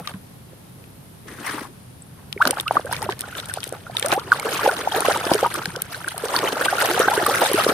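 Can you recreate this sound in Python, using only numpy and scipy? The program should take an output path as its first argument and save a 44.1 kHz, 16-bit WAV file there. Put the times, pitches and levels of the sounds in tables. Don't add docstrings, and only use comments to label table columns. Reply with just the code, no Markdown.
import sys
import numpy as np
from scipy import signal
from scipy.fft import rfft, irfft, next_fast_len
from scipy.io import wavfile
from scipy.ndimage import uniform_filter1d, map_coordinates

SR = 44100
rng = np.random.default_rng(int(sys.argv[2]) if len(sys.argv) > 2 else 0)


def int16_out(signal):
    q = np.round(np.clip(np.atleast_2d(signal).T, -1, 1) * 32767)
    wavfile.write(sys.argv[1], SR, q.astype(np.int16))


def field_ratio(decibels):
    return 10 ** (np.asarray(decibels, dtype=float) / 20)


N = 340893


def unit(x):
    return x / np.sqrt(np.mean(x ** 2) + 1e-20)


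def along(points, hz):
    f, v = np.transpose(points)
    return np.interp(np.log(hz + 1), np.log(f + 1), v)


def curve(rows):
    s, db = np.transpose(rows)
    return np.interp(np.arange(N) / SR, s, db, -200, -200)


def wobble(rate):
    coarse = np.arange(0, N + 16, 16)
    knots = rng.standard_normal(int(N * rate / SR) + 4)
    return np.interp(np.arange(N), coarse, map_coordinates(knots, [coarse * rate / SR]))


def filtered(x, response):
    m = next_fast_len(N + 8192)
    return irfft(rfft(x, m) * response(np.fft.rfftfreq(m, 1 / SR)), m)[..., :N]


def resonant(modes):
    def response(f):
        total = 0
        for k, (centre, width, db) in enumerate(modes):
            damping = 1j * f * width
            total = total + (-1) ** k * field_ratio(db) * damping / (centre * centre - f * f + damping)
        return total
    return response


def hiss(response, alike):
    m = next_fast_len(N)
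    hz = np.fft.rfftfreq(m, 1 / SR)
    turn = np.arccos(np.clip(along(alike, hz), -1, 1)) / 2
    a, b = rng.standard_normal((2, 2, len(hz)))
    mid, side = irfft((a + 1j * b) * response(hz) * [np.cos(turn), np.sin(turn)], m)[:, :N]
    return unit(np.array([mid + side, mid - side]))


def patchy(x, depth_db):
    z = signal.stft(x, nperseg=256)[2]
    across_hz = uniform_filter1d(rng.standard_normal(z.shape[1:]), size=8, axis=0)
    field = uniform_filter1d(across_hz, size=4, axis=1)
    return unit(signal.istft(z * field_ratio(depth_db * unit(field)), nperseg=256)[1][:, :N])


def crests(s, db, fall, rise):
    t = np.arange(0, N, 64)[:, None] / SR - s
    power = np.sum(field_ratio(db - 10 * np.abs(t) / np.where(t < 0, rise * fall, fall)) ** 2, axis=1)
    return np.interp(np.arange(N), np.arange(0, N, 64), power)


def bubbles(s, db, hz, glide, swell, decay, lag, pan_db, size):
    step = np.arange(size) - size // 3
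    t = step / SR
    bend = np.clip(glide * t, -1, 0.33)
    phase = 2 * np.pi * np.cumsum(hz * 2 ** bend, axis=1) / SR
    envelope = np.where(t < 0, np.clip(1 + t / swell, 0, 1), field_ratio(-10 * np.abs(t) / decay))
    wave = envelope * np.sin(phase)
    out = []
    for side in (1, -1):
        at = np.clip(np.round((s + side * lag[:, None] / 2) * SR).astype(int) + step, 0, N)
        panned = field_ratio(db + side * pan_db / 2) * wave
        out.append(np.bincount(at.ravel(), panned.ravel(), N + 1)[:N])
    return np.array(out)


def swarm(count, hz, octaves, cycles, scatter_db, lag_ms, size):
    when = rng.random((count, 2))
    z = rng.standard_normal((count, 5))
    pitch = np.clip(hz * 2 ** (octaves * z[:, :1]), 290, 15500)
    life = cycles * 2 ** (.5 * z[:, 1:2]) / pitch
    db = np.minimum(-scatter_db * np.log(when[:, 1:]), 9)
    glide = (0.31 + 0.19 * z[:, 2:3]) / life / 2
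    lag, pan_db = lag_ms / 1000 * z[:, 3], 1.6 * z[:, 4:]
    return unit(bubbles(when[:, :1] * N / SR, db, pitch, glide, 0.38 * life, life, lag, pan_db, size))


# frequency in Hz, relative spectral level in dB.
AIR_COLOUR = [(15, -65), (25, -22), (120, -3), (326, -17), (560, -21), (624, -22), (754, -22), (2000, -30),
              (3820, -32), (7310, -37.5), (10700, -32), (16000, -45)]
# frequency in Hz, left-right likeness (1 is alike).
AIR_LIKENESS = [(60, 0.91), (130, 0.95), (290, 0.52), (640, 0), (1400, 0)]
# centre in Hz, width in Hz, level in dB, pulses per second, left-right difference in dB.
INSECT_BANDS = [(9620, 1000, -63.5, 110, 11.5), (11770, 800, -66, 120, -12)]


def garden():
    air = hiss(lambda hz: field_ratio(along(AIR_COLOUR, hz)) * (1 + 40 / (hz + 20)), AIR_LIKENESS)
    out = field_ratio(-42.5 + 0.52 * wobble(4.5)) * air
    growth = np.clip(np.arange(N) / SR - 1.6, 0, 1)
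    rumble = hiss(lambda f: resonant([(110, 110, 0)])(f) ** 2, AIR_LIKENESS)
    out += field_ratio(-48.5 + 5.1 * wobble(5)) * growth * rumble
    for hz, width, db, rate, pan_db in INSECT_BANDS:
        pulses = 1 + .7 * np.sin(2 * np.pi * np.cumsum(rate * (1 + 0.018 * wobble(5.1))) / SR)
        band = hiss(lambda f: resonant([(hz, width, 0)])(f) ** 2, AIR_LIKENESS)
        out += field_ratio(db + 1.7 * wobble(3.1) + np.array([[pan_db], [-pan_db]]) / 2) * pulses * band
    return out


# frequency in Hz, left-right likeness (1 is alike).
WATER_LIKENESS = [(290, 1), (640, 0.84), (1400, 0.43), (3100, 0.49), (6000, 0.021)]
# frequency in Hz, relative spectral level in dB.
PORT_COLOUR = [(1760, 6), (3000, 5), (4630, -4.5), (6620, -9), (7150, -15), (8880, 0), (12000, -6.5),
               (14900, -10.5), (16000, -33)]
# time in seconds, scrape level in dB.
SCRAPE_LEVEL = [(1.25, -74), (1.285, -39), (1.351, -43), (1.44, -35), (1.46, -30), (1.47, -20.5),
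                (1.485, -30), (1.525, -27.5), (1.578, -32.5), (1.672, -41), (1.706, -80)]
# frequency in Hz, width in Hz, gain in dB.
TOY_MODES = [(330, 180, -6), (1120, 720, 1), (2000, 1060, -0.5), (4500, 5600, -15.5)]
# time in seconds, pitch in Hz.
GAP_PITCH = [(1.3, 1900), (1.39, 1500), (1.47, 2000), (1.525, 1097), (1.701, 950)]
# time of crest in seconds, level in dB, seconds to lose 10 dB.
PILE_SHIFTS = [(.52, -47, .03), (.82, -47, .05), (1.391, -39, 0.04), (1.56, -33, 0.06)]


def drag():
    scrape_db = curve(SCRAPE_LEVEL)
    rattle = field_ratio(-42 + 0.28 * (scrape_db + 35))
    settling = crests(*np.transpose(PILE_SHIFTS), rise=0.79)
    knock = np.sqrt(rattle ** 2 * (scrape_db > -199) + settling)
    slips = field_ratio(2.0 * wobble(200) + 1.06 * wobble(40.16))
    body = hiss(lambda hz: resonant(TOY_MODES)(hz) / (1 + (600 / (hz + 1)) ** 4), WATER_LIKENESS)
    turn = 2 * np.pi * np.cumsum(np.interp(np.arange(N) / SR, *np.transpose(GAP_PITCH))) / SR
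    gap = unit(wobble(500) * np.cos(turn) + wobble(500) * np.sin(turn))
    film = hiss(lambda hz: field_ratio(along(PORT_COLOUR, hz)) / (1 + (3000 / (hz + 1)) ** 4), WATER_LIKENESS)
    rubbing = patchy(slips * (body + 0.66 * gap + 0.5 * film), depth_db=3.0)
    pile = hiss(resonant([(260, 93, 0.9), (430, 224, -2.3)]), WATER_LIKENESS)
    knocking = unit(field_ratio(4.6 * wobble(50.02)) * pile)
    return (field_ratio(scrape_db) * rubbing + knock * knocking) * field_ratio([[1.5], [-1.5]])


# time in seconds, gurgle drive in dB.
HAND_EFFORT = [(1.95, -66), (2.2, -53), (2.39, -60), (2.62, -46), (3.0, -52), (3.17, -49), (3.3, -38),
               (3.68, -53), (3.85, -43.5), (4.25, -40.5), (4.5, -31.5), (4.9, -37), (5.25, -30.5),
               (5.72, -37.5), (6.03, -49.5), (6.3, -29), (6.9, -26.5), (7.2, -23.5), (7.74, -22)]
# time of crest in seconds, gurgle drive in dB,
# spray over gurgle in dB, seconds to lose 10 dB.
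HAND_WAVES = [(.004, -38, -15, .04), (.06, -46, 4, .03), (.092, -35, -1, 0.018), (.148, -42, -10, .02),
              (2.421, -22, -10, 0.0178), (2.467, -22, -10, .04), (2.52, -29, -6, .025),
              (2.58, -27, -7, .035), (2.735, -46, 9, .07), (2.76, -26, -12, .04), (2.875, -32.5, -20, 0.02),
              (2.93, -27, -3, .05), (3.029, -27.5, -9, 0.043), (3.107, -29, -4, .025), (3.21, -45, 4, 0.05),
              (3.375, -44, 11, .05), (3.432, -41, -12, 0.1), (3.5, -46, 6, .05), (3.55, -44, 6, .05),
              (3.737, -30, -9.5, .02), (3.63, -44, 8, 0.05), (3.985, -42, 9, .05), (4.051, -22, -8, .04),
              (4.126, -21.5, -4, 0.0435), (4.332, -28, -1, 0.0351), (4.464, -26.5, -16, 0.08),
              (4.54, -30, 3.5, 0.13), (4.679, -19.5, -9.5, 0.0737), (4.79, -25.5, -5, 0.0864),
              (4.96, -21, -6, .07), (5.08, -20.5, -4, .12), (5.27, -26, -6, .04), (5.335, -20.5, -4, .08),
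              (5.443, -14.5, -25, 0.01), (5.553, -29.5, -4, 0.11), (5.773, -28.5, -2.5, 0),
              (5.945, -37, 1.5, 0.1), (6.088, -39.5, 2.5, 0.1), (6.254, -29.5, -2, 0.09),
              (6.363, -20, -6, 0.0557), (6.46, -27, -4, .06), (6.56, -30, -14, .04), (6.62, -31.5, 3, .11),
              (6.745, -24.5, -9, .09), (6.82, -28.5, 4, 0.12), (6.9, -23, -7, .08),
              (6.99, -18.5, -7, 0.125), (7.307, -24.5, -5.5, 0.09), (7.436, -23.5, -2, 0.13),
              (7.59, -27, 2, .1)]


def stirring():
    effort_db = curve(HAND_EFFORT)
    s, db, spray_db, fall = np.transpose(HAND_WAVES)
    rise = .6
    steady_spray_db = -35.5 + 1.08 * (effort_db + 30)
    gurgle = field_ratio(effort_db) ** 2 + crests(s, db, fall, rise)
    spray = field_ratio(steady_spray_db) ** 2 + crests(s, db + spray_db, fall, rise)
    return np.sqrt([gurgle, spray])


# frequency in Hz, width in Hz, gain in dB.
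TUB_MODES = [(430, 300, 4.5), (870, 122, 5.5), (1350, 317, 4.5)]


def churn():
    gurgle, spray = stirring()
    lump = wobble(70)
    rush = hiss(resonant(TUB_MODES), WATER_LIKENESS)

    low = swarm(count=1900, hz=680, octaves=0.52, cycles=2.9, scatter_db=4.5, lag_ms=0.098, size=700)
    low = low + 0.4 * rush
    mid = swarm(count=2200, hz=1500, octaves=0.36, cycles=4.6, scatter_db=6.0, lag_ms=0.14, size=500)
    mid = mid + 0.3 * rush
    mid = filtered(mid, lambda hz: .5 + .5 / (1 + (hz / 1850) ** 16))

    fine = swarm(count=6000, hz=6980, octaves=0.71, cycles=3.6, scatter_db=5, lag_ms=.15, size=90)
    drops = filtered(fine, lambda hz: field_ratio(0.37 * along(PORT_COLOUR, np.maximum(hz, 3500))))
    plinks = swarm(count=1200, hz=2990, octaves=0.498, cycles=7.2, scatter_db=6.5, lag_ms=0.11, size=330)
    fizz = hiss(lambda hz: field_ratio(along(PORT_COLOUR, hz)) / (1 + (2200 / (hz + 1)) ** 2), WATER_LIKENESS)
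    fizz = patchy(fizz, depth_db=4.5) * field_ratio(2.3 * wobble(200))
    high = 0.85 * unit(drops) + .68 * plinks + fizz
    thud = hiss(lambda hz: resonant([(140, 160, 0)])(hz) ** 2, WATER_LIKENESS)

    low = unit(low * field_ratio(2.1 * lump + 4 * wobble(30)))
    mid = unit(mid * field_ratio(1.94 * lump + 1.3 * wobble(45)))
    high = unit(high * field_ratio(1.77 * lump + 1.6 * wobble(90)))
    thud = unit(thud * field_ratio(3.6 * wobble(20)))
    out = gurgle * low * field_ratio(-3.6)
    out += np.sqrt(gurgle * spray) * mid * field_ratio(-1.5)
    out += spray * high * field_ratio(-0.5)
    out += gurgle * thud * field_ratio(-24.5)
    return out


# time in seconds, level in dB before a common 5 dB cut, centre in Hz.
LANDINGS = [(0.0737, -15.5, 4000), (0.0932, -32, 8830), (0.138, -31, 2000), (0.84, -36, 2500),
            (2.3266, -14.5, 3900), (2.422, -16, 2900), (2.453, -12.5, 3980), (2.473, -8, 4600),
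            (2.4765, -12, 12000), (2.508, -4.5, 9110), (2.599, -11, 3500), (2.6084, -14, 9020),
            (2.6788, -15, 3600), (2.7232, -25, 9220), (2.8574, -27, 9440), (2.926, -15, 9420),
            (2.9324, -16.5, 3960), (2.9648, -16.5, 3600), (3.019, -21, 4740), (3.0265, -19, 10100),
            (3.0979, -23, 3780), (3.1222, -19.5, 3200), (3.1918, -21, 8200), (3.2077, -12, 9990),
            (3.2164, -19, 4540), (3.3508, -24, 3050), (3.3812, -19, 3500), (3.3994, -16.5, 3520),
            (3.457, -24, 8850), (3.4855, -25, 9920), (3.538, -14, 9190), (3.6037, -25, 5600),
            (3.6306, -19.5, 3000), (3.6394, -15.5, 8870), (3.676, -25, 11000), (3.691, -23, 9000),
            (3.7249, -24, 8520), (3.9679, -10, 3610), (3.9958, -12, 8850), (4.026, -10, 3600),
            (4.0601, -10, 8340), (4.0838, -15, 8790), (4.1177, -10, 3870), (4.1374, -15.5, 9060),
            (4.1957, -22, 4730), (4.3969, -15.5, 6700), (4.5974, -17, 3660), (4.7125, -19, 5200),
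            (4.7661, -20, 4180), (4.9473, -19, 3740), (5.005, -10, 8840), (5.173, -15.5, 8810),
            (5.252, -18, 4860), (5.3357, -10.5, 4660), (5.344, -12, 9330), (5.4085, -19, 6720),
            (5.5408, -15, 9540), (5.5585, -21, 5560), (5.656, -10.5, 4530), (5.7613, -17.5, 5400),
            (5.8194, -9, 11800), (5.9454, -23, 3950), (6.084, -14, 8740), (6.1789, -15, 9800),
            (6.2834, -21, 4780), (6.363, -11, 4520), (6.389, -12, 4810), (6.643, -18, 9600),
            (6.8225, -14, 8230), (6.993, -9.5, 9150), (7.0995, -18, 10500), (7.2646, -9.5, 11800),
            (7.4145, -15, 11300), (7.5145, -16, 8800), (7.5323, -11, 11800), (7.6882, -18, 11000)]
# time in seconds, mean left-right difference in dB.
LANDING_SIDE = [(2.3, 3), (3.15, -2), (3.62, 6), (4.1, 0), (5.6, 2), (7.7, -2)]


def splats():
    out, size = np.zeros((2, N + 4096)), 2048
    u = np.arange(size) / SR / 0.00144
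    envelope = (u * np.exp((1 - u * u) / 2)) ** 1.1
    f = np.fft.rfftfreq(size, 1 / SR) + 1
    colour = field_ratio(along(PORT_COLOUR, np.maximum(f, 3500)) * 0.78)
    for s, db, hz in LANDINGS:
        octaves = np.log2(f / hz)
        ring = 1.3 * np.exp(-(octaves / 0.16) ** 2) + .8 * np.exp(-(octaves / 0.95) ** 2)
        slap = 0.9 * f ** 2 / (f ** 2 + (0.2 * hz) ** 2) / (1 + (f / hz) ** 0.4)
        noise = rfft(rng.standard_normal((2, size)))
        burst = unit(irfft(noise * (ring + slap) * colour, size))
        pan_db = np.interp(s, *np.transpose(LANDING_SIDE)) + 1.5 * rng.standard_normal()
        at = round((s - 0.00032) * SR)
        out[:, at:at + size] += field_ratio(db - 5 + np.array([[pan_db], [-pan_db]]) / 2) * burst * envelope
    return out[:, :N]


# time of peak in seconds,
# peak level in dB, pitch in Hz, glide in octaves per second, decay in ms per 10 dB (played as at least 0.5).
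AIR_POPS = [(.012, -29, 172, 0, 25), (.075, -19.5, 1207, -1.5, 4), (.117, -34, 1200, 0, 3),
            (.145, -24.5, 190, 0, 26), (.533, -34, 520, 20, 3), (2.022, -33, 8000, 0, 3),
            (2.365, -26, 397, 2, 11), (2.378, -21.5, 2120, 0, .67), (2.425, -1.5, 1400, 0, 1.3),
            (2.455, -18, 646, -10, 5), (2.511, -21, 2070, 0, 2), (2.454, -6.5, 1400, 1, 0.3),
            (2.465, -19, 250, 2, 28), (2.476, -9.5, 1350, 11, 1.5), (2.512, -17, 485, 29, 4.5),
            (2.531, -16, 835, -1, 4.5), (2.572, -18.5, 1350, 0.5, 3), (2.585, -23, 850, 0, 5),
            (2.587, -21, 1700, 20, 2), (2.682, -12, 2734, 10, 2.2), (2.711, -1.5, 838, 66, -0.1),
            (2.755, -20, 1700, 11, 2.6), (2.77, -1.5, 1152, 25.5, 3.8), (2.791, -27, 1680, 13, 4),
            (2.797, -12, 610, -25.5, 0), (2.85, -22.5, 480, 30, 14), (2.868, -26, 1550, 5, 6),
            (2.894, -24, 700, 10, 5), (2.914, -21, 850, 5, 3), (2.927, -15.5, 1650, -13, 2.1),
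            (3.026, -25, 1900, 7, 3), (3.065, -24, 587, 11, 5.7), (3.092, -9.5, 980, 22, 2.1),
            (3.122, -26, 2240, 0, 3), (3.13, -23, 1700, 5, 3), (3.24, -29, 1400, 5, 8),
            (3.328, -27, 1400, 21, 4), (3.353, -25, 1603, 2.5, 2), (3.384, -25, 3300, 25.5, 6.6),
            (3.433, -31, 1380, 0, 4), (3.498, -18.5, 1670, 23, 3.5), (3.515, -31, 1464, 10, 4),
            (3.575, -16, 738, 16.5, 1), (3.585, -24, 1335, 14, 2.5), (3.671, -26, 430, 40, 1),
            (3.726, -14.5, 506, -1, 1), (3.738, -25, 520, 0, 2), (3.868, -27, 1350, 11, 6),
            (3.899, -22, 700, 5, 3), (3.951, -23, 950, 5, 5), (3.969, -8, 3630, -27.5, 1.3),
            (4.025, -22, 430, 37, 5), (4.029, -19, 1800, 0, 3), (4.048, -16, 540, 12, 20),
            (4.064, -18, 1330, -12, 5), (4.109, -21, 2370, 17, 3), (4.129, -12.5, 332.6, -27, 3),
            (4.179, -11, 470, 54.5, 2.1), (4.32, 3, 1450, 15.5, 1.5), (4.328, -2, 1266, -5, 1.5),
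            (4.399, -20, 2200, 0, 2), (4.406, -24, 904, 30, 5), (4.43, -24, 1206, 40, 4),
            (4.482, -21, 431, 0, 4), (4.507, -21, 517, 5, 5), (4.594, -13, 1086, -13, 2.5),
            (4.633, -8, 1575, 29.5, 0.8), (4.649, -16.5, 394, 27, 16), (4.678, -4.5, 538, 7.5, 4.5),
            (4.69, -15.5, 740, 37, 10), (4.875, -8, 773, 43.5, 4.5), (4.92, -18, 3200, 5, 2.5),
            (4.921, -19, 861, 5, 9), (4.964, -18, 947, 0, 5), (4.98, -16, 431, 14, 9),
            (5.05, -16, 790, 13.5, 6), (5.086, -4, 512, 32.5, 2.1), (5.097, -16, 778, 16.5, 8),
            (5.268, -11.5, 392, 69, 1.3), (5.317, -2.5, 747, 29, 0.6), (5.319, -7, 287, 76, 3.5),
            (5.43, -6, 495, 27.5, 4), (5.431, -13.5, 760, 22.5, 21), (5.446, -14, 1220, 1.5, 14),
            (5.462, -9, 907, 7.5, 6), (5.546, -19, 1206, 56, 5), (5.658, -13.5, 1679, 0.5, 1.7),
            (5.68, -23, 172, 0, 12), (5.768, -23, 517, 0, 4), (5.756, -19.5, 1470, 36, 2),
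            (5.791, -25, 1380, -15, 4.7), (5.946, -19.5, 1571, -13, 2.5), (6.046, -18, 1544, 54, 1.2),
            (6.08, -17, 1514, 30, 3), (6.12, -28, 1335, 0, 4), (6.145, -25, 700, 30, 3),
            (6.178, -24, 861, 58, 3), (6.239, -14.5, 456, -10.5, 9.5), (6.342, -8.5, 1014, -14.5, 3),
            (6.365, -4.5, 4500, -9, 2), (6.389, -16, 964, 15, 2.9), (6.397, -20, 418, -19, 9),
            (6.44, -15, 1005, -3.5, 4), (6.476, -17, 3010, 6, 5), (6.488, -13, 1075, 11.5, 3.5),
            (6.533, -21, 300, -20, 14), (6.556, -20, 1335, 5, 4), (6.684, -9.5, 1516, 8.5, 5.5),
            (6.728, -12.5, 697, 58, 8), (6.771, -19, 2900, -20, 2), (6.784, -15.5, 1383, 5, 8),
            (6.849, -16, 689, 10, 6), (6.9, -17.5, 340, 3, 35), (6.978, -10, 763, 28, 1.5),
            (7.001, -3.5, 430, 49, 3.5), (7.014, -14, 1750, 10, 5), (7.058, -16, 430, 10, 4),
            (7.08, -6.5, 404, 80, 1), (7.083, -9, 1600, -7.5, 3.2), (7.084, -9.5, 804, -4, 5),
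            (7.133, -11, 970, 0, 9), (7.178, -11, 417, 2.5, 9.4), (7.232, -11, 340, 14.5, 3),
            (7.238, -17, 1720, 13, 2.5), (7.265, -6, 1227, -14.5, 6), (7.284, -14.5, 457, 0.5, 16),
            (7.417, -14.5, 430, 80, 18), (7.516, -9.5, 448, -14, 3), (7.545, -9.5, 343.6, 40, 12),
            (7.577, -15.5, 1305, 11, 11), (7.667, -3, 455, -15, 2.5)]
# time of peak in seconds, peak level in dB,
# pitch in Hz, glide in octaves per second, swell in ms.
CLOSING_HOLLOWS = [(2.417, -7, 1342, 52, 17), (2.673, -17.5, 1277, 13, 16), (2.72, -21, 893, 29, 7),
                   (2.93, -16.5, 972, -1.5, 7.5), (3.029, -18.5, 870, 7, 8.3),
                   (3.098, -17.5, 392, 14.5, 13.4), (4.168, -19, 800, 7, 34), (4.186, -19, 1100, 45, 16),
                   (4.665, -7.5, 835, 5, 8.2), (4.696, -14.5, 1430, -13.5, 11), (4.95, -17, 778, 12.5, 11),
                   (5.079, -21, 1304, 4, 13), (5.149, -15, 1265, 33, 6), (5.166, -13.5, 1010, 66, 8),
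                   (5.357, -11, 430, -4, 18), (6.373, -18.5, 1017, -16.5, 17), (6.617, -15.5, 538, 4, 5.4),
                   (6.954, -18, 463, 14, 12), (7.118, -11, 836, 9, 9), (7.316, -16, 1306, 0, 11),
                   (7.436, -15.5, 695, 68, 14), (7.451, -15, 827, -2.5, 5)]


def pockets():
    s, db, hz, glide, decay = np.transpose(AIR_POPS)
    attack = 1.2 / 1000 + .6 / hz
    pops = [s, db, hz, glide, attack, np.maximum(decay, .5) / 1000]
    s, db, hz, glide, swell = np.transpose(CLOSING_HOLLOWS)
    glugs = [s, db, hz, glide, swell / 1000, 0.49 * swell / 1000]
    rows = np.hstack([pops, glugs])[:, :, None]
    z = rng.standard_normal((rows.shape[1], 2))
    flutter = field_ratio(1.8 * wobble(300) - 0.3)
    return flutter * bubbles(*rows, lag=0.000091 * z[:, 0], pan_db=1.1 * z[:, 1:], size=4500)


def tub(x):
    t = np.arange(2000) / SR
    noise = hiss(lambda hz: hz / (hz + 300) / (1 + (hz / 4000) ** 2), WATER_LIKENESS)[:, :len(t)]
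    tail = noise * field_ratio(-60 * t / 0.023) * (t > .0008)
    return x + field_ratio(-16) * signal.fftconvolve(x, tail / np.linalg.norm(tail[0]), axes=1)[:, :N]


def scene():
    return garden() + drag() + churn() + tub(splats() + pockets())


def top_cut(x):
    return signal.sosfilt(signal.butter(12, 16530, fs=SR, output="sos"), x)


# frequency in Hz, left-right difference in dB.
PORT_TILT = [(3000, 0), (8000, 2.5), (15000, -4.5)]


def record(dry):
    def response(hz):
        band = (1j * hz / (1j * hz + 50)) ** 2 / (1 + (hz / 15700) ** 60)
        return band * field_ratio(np.outer([.5, -.5], along(PORT_TILT, hz)))
    ports = filtered(dry, response)
    mix = ports / (1 + np.abs(ports) ** 8) ** (1 / 8)
    return top_cut(mix)


dry = scene()
out = record(dry)
int16_out(out)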